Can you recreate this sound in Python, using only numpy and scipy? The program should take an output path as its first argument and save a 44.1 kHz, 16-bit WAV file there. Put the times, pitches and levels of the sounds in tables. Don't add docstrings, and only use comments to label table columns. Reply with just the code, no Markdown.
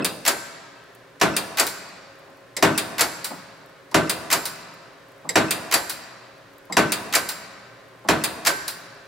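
import sys
import numpy as np
from scipy import signal
from scipy.fft import rfft, irfft
from scipy.io import wavfile

SR = 44100
rng = np.random.default_rng(int(sys.argv[2]) if len(sys.argv) > 2 else 0)


def waveform_to_disk(signal):
    frames = np.transpose(np.atleast_2d(signal))
    scaled = np.clip(frames, -1, 1) * 32767
    samples = np.round(scaled).astype(np.int16)
    wavfile.write(sys.argv[1], SR, samples)


N = 399987
T = np.arange(N) / SR
RING_SAMPLES = 24576
BANDS_HZ = np.geomspace(50, 16000, num=16)
SNAP_AFTER_S, STOP_AFTER_S = .1515, .3826

# start_s, level_db, boom_db, pin_slide_s, pin_sing_db
STROKES = [(-.106, 5, -0.5, .0255, -1), (1.2130, -0.5, -3.5, 0.024, -6), (2.6250, 0.5, 0, 0.026, -8),
           (3.9434, -1.5, 1, 0.024, -5.5), (5.3558, 0, -2, .026, -7), (6.768, 0, -1.5, 0.025, 0.5),
           (8.0864, -1, -2, .019, 4)]
# start_s, level_db
TREADS = [(2.275, -13.5), (3.305, 6), (3.917, -1.5), (5.244, 1), (6.697, 6.5), (8.047, 3)]
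# start_s, click_db, ping_db
TRIPS = [(1.198, -9.5, -29.5), (2.566, 6, -6), (3.913, -14, -33), (5.2904, 4.5, 0), (6.7235, -0.5, -3.5),
         (8.076, -17, -29)]
RELEASES_S = [1.666, 3.2433, 4.4538, 5.8954, 7.2884, 8.6787]

# freq_hz, density_db, t60_s
FRAME_BODY = [(35, -18, 0.84), (80, -10, 0.52), (172, 0, 0.59), (320, -0.5, 0.61), (480, -3, 0.58),
              (650, 0.5, 0.26), (1280, -2, 0.39), (2610, -5.5, 0.17), (3140, -12, 0.33), (5000, -9.5, 0.11),
              (8950, -19.5, 0.19), (15360, -27, .11)]
# freq_hz, density_db, t60_s
LATCH_BODY = [(100, -15.5, .2), (500, -2, 0.82), (1420, 3.5, 0.2), (2820, 6.5, 0.13), (2890, -3, 0.35),
              (4750, 6.5, 0.12), (5750, 0.5, 0.025), (9150, 3.5, 0.21), (11320, -1, 0.1),
              (14600, -1.5, .075), (15800, -1, .07)]
# freq_hz, density_db, t60_s
PIN_BODY = [(80.5, -3.5, 0.46), (300, -4.5, 0.27), (700, -1, 0.36), (2160, 1.5, 0.29), (3300, -5, 0.11),
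            (4600, -1.5, 0.096), (8000, -9.5, .11), (15500, -12.5, 0.099)]
# freq_hz, density_db, t60_s
STOP_BODY = [(80, -26, 0.27), (304, 5.5, 0.28), (650, 3.5, 0.24), (2150, 2, 0.13), (3180, -4.5, 0.19),
             (4700, -1, 0.15), (6200, -3.5, 0.14), (12300, -6.5, 0.15), (15500, -17, .09)]
# freq_hz, density_db, t60_s
ROD_BODY = [(150, -16, 0.39), (500, -2.5, 0.23), (1500, -15, 0.22), (2110, -2, 0.077), (3060, -13.5, 0.11),
            (5100, -6, 0.1), (6800, -15, .08), (9000, -14, 0.12), (15500, -26, 0.068)]
# freq_hz, density_db, t60_s
LINKAGE_BODY = [(150, -11, 0.2), (1400, 0.5, 0.2), (3370, -4.5, 0.16), (4240, 4, 0.2), (6650, -6.5, .13),
                (10000, -2.5, 0.23), (12600, -11.5, 0.16), (13800, 1, .12), (15800, -2, 0.067)]
# freq_hz, density_db, t60_s
PEDAL_BODY = [(80, -23, 0.28), (174, 7, 0.44), (450, 0.5, 0.13), (1000, 2, 0.2), (2020, -28, 0.28),
              (12000, -50, .1)]

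# pitch_hz, level_db, t60_s
FRAME_MODES = [(78.8, -26, 0.36), (103.6, -29.5, 1), (123.4, -26.5, 0.65), (150, -27, 1), (167, -21.5, 1),
               (237.6, -17, 0.17), (275, -16.5, 0.29), (320, -13.5, 0.68), (394.9, -16.5, 0.41),
               (602, -15.5, 0.58), (648, -9.5, 0.21), (723, -12, 0.13), (793, -19.5, 0.35),
               (1110, -31.5, 0.19), (1530, -19, 0.84), (3440, -35.5, .2), (3747, -28.5, .2),
               (4650, -21, .22), (7500, -15.5, 0.21), (9030, -24, .2), (10460, -22, 0.22)]
# pitch_hz, level_db, t60_s
SQUEAK_MODES = [(2600, -3, 0.074), (2766, -16, .08), (5200, -7, 0.043), (8240, -11.5, 0.045)]
# pitch_hz, level_db, t60_s
LATCH_MODES = [(2420, -27, .2), (2690, -25, 0.31), (3700, -22.5, 0.2), (4820, -20.5, 0.24),
               (8920, -13, 0.075), (9100, -17, .07), (9970, -13, 0.081), (14000, -17, .07)]
# pitch_hz, level_db, t60_s
PIN_MODES = [(1550, 3.5, 0.86), (4760, -24, 1.1), (4900, -23, 0.83), (7490, -15, .9), (7150, -17, 1.4)]
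# pitch_hz, level_db, t60_s
STOP_MODES = [(675, -28, 0.25), (3220, -32, .12), (4620, -17, .12), (7510, -8.5, 0.062), (9300, -26, 0.12),
              (9630, -19, 0.078), (10350, -21, .065), (11900, -22, 0.081), (13800, -18.5, .07),
              (15229, -24, .11)]
# pitch_hz, level_db, t60_s
ROD_MODES = [(175, -29, .4), (1918, -11, 0.046), (2110, -3.5, 0.035), (3795, -28.5, .16), (3870, -19, 0.21),
             (4900, -15.5, 0.12), (6110, -15, 0.044), (7440, -24, .09), (7600, -1, 0.054)]
# pitch_hz, level_db, t60_s
LINKAGE_MODES = [(1490, -25, 0.99), (4350, -29, 0.11), (4840, -19, .4), (7530, -13, 0.33), (9200, 1, 0.074),
                 (14034, -22, .04), (14497, -15, .04)]

# freq_hz, density_db, t60_s
HALL_DECAY = [(60, 3.5, 0.98), (170, 1, 2.25), (400, -2.5, 1.46), (1020, -1.5, 2.38), (1800, -0.5, 1.86),
              (3200, -3.5, 1.96), (4950, -0.5, 1.41), (8800, 0.5, 0.72), (15140, 7, 0.36)]
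# freq_hz, density_db
WHIRR_SPECTRUM = [(15, -50), (25, -5.5), (92, -16), (114, -3.5), (249, -14.5), (285, -2.5), (317, -13),
                  (394, -3.5), (476, -9), (531, -4), (840, -14), (1740, -12), (2220, -19), (16000, -40.5)]
# pitch_hz, level_db
HUM_TONES = [(120, -68), (280, -71), (401, -68), (543.5, -61), (592, -71.5), (635, -66), (1045, -66)]


def clutch():
    blows = pick(STROKES, column=1)
    slam = strike(blows, FRAME_BODY, db=-12.5, side_db=-3, change=.3, crack=1.04, rise_cycles=2.2)
    boom = chime(pick(STROKES, column=2), FRAME_MODES, db=-10.5, side_db=-1.5, split=.0032)
    rebounds = [(s + lag_s * rng.uniform(.88, 1.12), db) for s, db in blows for lag_s in (.012, .021)]
    rattle = strike(rebounds, FRAME_BODY, db=-21.5, side_db=-5.5, change=.87, crack=.99, rise_cycles=2.7)
    slams_s = blows[:, 0]
    since_s = T - slams_s[np.searchsorted(slams_s, T) - 1]
    frame = (slam + boom + rattle) * grip(since_s, hold_s=.08, over_s=.077, damping_db=3.5)
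    squeaks = [(s + .128 + rng.uniform(-.0044, .003), db) for s, db in blows]
    return frame + chime(squeaks, SQUEAK_MODES, db=-29.5, side_db=-7, split=.01)


def grip(since_s, hold_s, over_s, damping_db):
    return undb(-damping_db * np.clip((since_s - hold_s) / over_s, 0, 1))


def latch():
    force_db = 3
    blows = [(s + SNAP_AFTER_S, force_db) for s, *_ in STROKES]
    snap = strike(blows, LATCH_BODY, db=-19.5, side_db=-3.5, change=.35, crack=.23, rise_cycles=4)
    return snap + chime(blows, LATCH_MODES, db=-13, side_db=-4, split=.006)


def knock_out():
    force_db, bounce_s = -.41, .0107
    slam_s, _, _, slide_s, sing_db = np.transpose(STROKES)
    stop_s = slam_s + STOP_AFTER_S
    touches = [(s, force_db) for s in stop_s - slide_s]
    rides = [(s + bounce_s, db) for s, db in touches]
    stops = [(s, force_db) for s in stop_s]
    touch = strike(touches, PIN_BODY, db=-26.5, side_db=1, change=1, crack=2.1, rise_cycles=3.6)
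    ride = strike(rides, PIN_BODY, db=-16, side_db=-3.5, change=.98, crack=.3, rise_cycles=4.4)
    stop = strike(stops, STOP_BODY, db=-12, side_db=-5, change=.52, crack=.95, rise_cycles=9.6)
    clang = chime(stops, STOP_MODES, db=-3, side_db=-1.5, split=.0038)
    sing = chime(zip(stop_s, sing_db), PIN_MODES, db=-39.5, side_db=4.5, split=.0018)
    return touch + ride + stop + clang + sing


def pedal():
    pulls = pick(TRIPS, column=1)
    returns = [(s, 0) for s in RELEASES_S]
    tread = strike(TREADS, PEDAL_BODY, db=-34, side_db=-3.5, change=.58, crack=.1, rise_cycles=3.7)
    click = strike(pulls, ROD_BODY, db=-28, side_db=-3, change=.44, crack=.33, rise_cycles=4.9)
    ping = chime(pick(TRIPS, column=2), ROD_MODES, db=-14, side_db=-7, split=.0054)
    clink = strike(returns, LINKAGE_BODY, db=-22.5, side_db=-5.5, change=.14, crack=.52, rise_cycles=6.1)
    tinkle = chime(returns, LINKAGE_MODES, db=-24.5, side_db=-1, split=.0076)
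    return tread + click + ping + clink + tinkle


def strike(blows, body, db, side_db, change, crack, rise_cycles):
    out = np.zeros((2, N))
    bands = noise_bands(body, 2 * RING_SAMPLES)
    decay = band_envelopes(body, RING_SAMPLES, rise_cycles)
    common = np.sum(bands[..., :RING_SAMPLES] * decay, axis=0)
    contact = np.exp(-T[:RING_SAMPLES] / .0037)
    focus = np.array([1 + crack * contact, 1 - contact])
    for start_s, blow_db in blows:
        offset = rng.integers(RING_SAMPLES // 8, RING_SAMPLES)
        varied = np.sum(bands[..., offset:offset + RING_SAMPLES] * decay, axis=0)
        mid_side = np.sqrt(1 - change) * common + np.sqrt(change) * varied
        add(out, undb(db + blow_db) * stereo(mid_side * focus, side_db), start_s)
    return out


def chime(blows, modes, db, side_db, split):
    out = np.zeros((2, N))
    swell = 1 - np.exp(-T[:RING_SAMPLES] / .0028)
    for start_s, blow_db in blows:
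        mid_side = ring(modes, scatter_db=-2, split=split) * swell
        add(out, undb(db + blow_db) * stereo(mid_side, side_db), start_s)
    return out


def ring(modes, scatter_db, split):
    out = np.zeros((2, RING_SAMPLES))
    for hz, db, t60_s in modes:
        t = T[:min(int(t60_s * SR), RING_SAMPLES)]
        spread = split * min(hz / 6000, 1)
        decay = np.exp(-np.log(1000) * t / t60_s)
        for offset in (-1, 0, 1):
            detune, force, width = rng.standard_normal(3)
            partial_hz = hz * (1 + spread * (offset + .5 * detune))
            partial = np.sin(2 * np.pi * partial_hz * t) * decay
            out[:, :len(t)] += undb(db + scatter_db * force) / 2 * np.outer([1, width], partial)
        out = -out
    return out


def hall(dry, db, side_db, swell_s):
    size = 3 * RING_SAMPLES
    bands = noise_bands(HALL_DECAY, size) * band_envelopes(HALL_DECAY, size, rise_cycles=.86)
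    echoes = np.sum(bands, axis=0) * (1 - np.exp(-T[:size] / swell_s))
    response = stereo(echoes, side_db) / np.sqrt(np.sum(echoes[0] ** 2))
    return undb(db) * signal.fftconvolve(dry.mean(axis=0)[None], response, axes=1)[:, :N]


def motor():
    whirr = stereo(noise(WHIRR_SPECTRUM, N), side_db=-3) * undb(-50.5 + .32 * wander(rate_hz=3))
    hum = np.zeros(N)
    for hz, db in HUM_TONES:
        amplitude = np.sqrt(2) * undb(db + 2.5 * wander(rate_hz=3.2))
        hum += amplitude * np.sin(2 * np.pi * hz * T + .45 * wander(rate_hz=11))
    return whirr + hum


def crackle(rate_hz, db, spread_db):
    chance, strength = rng.random((2, N))
    ticks = (chance < rate_hz / SR) * undb(spread_db * np.minimum(-np.log(1 - strength), 4))
    bursts = signal.fftconvolve(ticks, np.exp(-T[:RING_SAMPLES // 16] / .0037))[:N]
    highpass = signal.butter(2, 8000, "high", fs=SR, output="sos")
    hiss = signal.sosfilt(highpass, rng.standard_normal((2, N)))
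    return undb(db) * bursts * stereo(hiss, side_db=-14)


def noise(table, size):
    hz = np.fft.rfftfreq(size, 1 / SR)
    white = rfft(rng.standard_normal((2, size)))
    shaped = irfft(white * undb(lookup(table, hz, column=1)) * hz / (hz + 15), size)
    return shaped / shaped.std()


def noise_bands(table, size):
    hz = np.fft.rfftfreq(size, 1 / SR)
    shares = np.array([np.interp(hz, BANDS_HZ, peak) for peak in np.eye(len(BANDS_HZ))])
    return irfft((rfft(noise(table, size)) * shares[:, None]).astype(np.complex64), size)


def band_envelopes(table, size, rise_cycles):
    t, hz = T[:size], BANDS_HZ[:, None, None]
    t60_s = lookup(table, hz, column=2)
    return (1 - np.exp(-t * hz / rise_cycles)) * np.exp(-np.log(1000) * t / t60_s)


def stereo(mid_side, side_db):
    mid, side = mid_side
    bass, body = (signal.sosfilt(signal.butter(1, hz, fs=SR, output="sos"), side) for hz in (200, 6000))
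    return mid + undb(side_db) * (1.17 * side - .5 * body - .5 * bass) * np.array([[1], [-1]])


def wander(rate_hz):
    knots = rng.standard_normal(200)
    return np.interp(T * rate_hz, np.arange(len(knots)), knots)


def lookup(table, hz, column):
    table = np.array(table)
    return np.interp(np.log(hz + 1e-9), np.log(table[:, 0]), table[:, column])


def pick(events, column):
    return np.array(events)[:, [0, column]]


def add(out, sound, start_s):
    start = int(round(start_s * SR))
    lo, hi = max(start, 0), min(start + sound.shape[1], N)
    out[:, lo:hi] += sound[:, lo - start:hi - start]


def undb(db):
    return 10 ** (np.asarray(db) / 20)


def scene():
    press = clutch() + latch() + knock_out() + pedal()
    echo = hall(press, db=-12, side_db=-2.5, swell_s=.0053)
    return press + echo + motor() + crackle(rate_hz=18, db=-65, spread_db=5)


def record(dry):
    low_hz, top_hz, ceiling = 55, 15800, 3.9
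    thinned = signal.sosfilt(signal.butter(2, low_hz, "high", fs=SR, output="sos"), dry)
    rounded = ceiling * np.tanh(thinned / ceiling)
    return signal.sosfilt(signal.ellip(10, .2, 70, top_hz, fs=SR, output="sos"), rounded)


dry = scene()
out = record(dry)
waveform_to_disk(out)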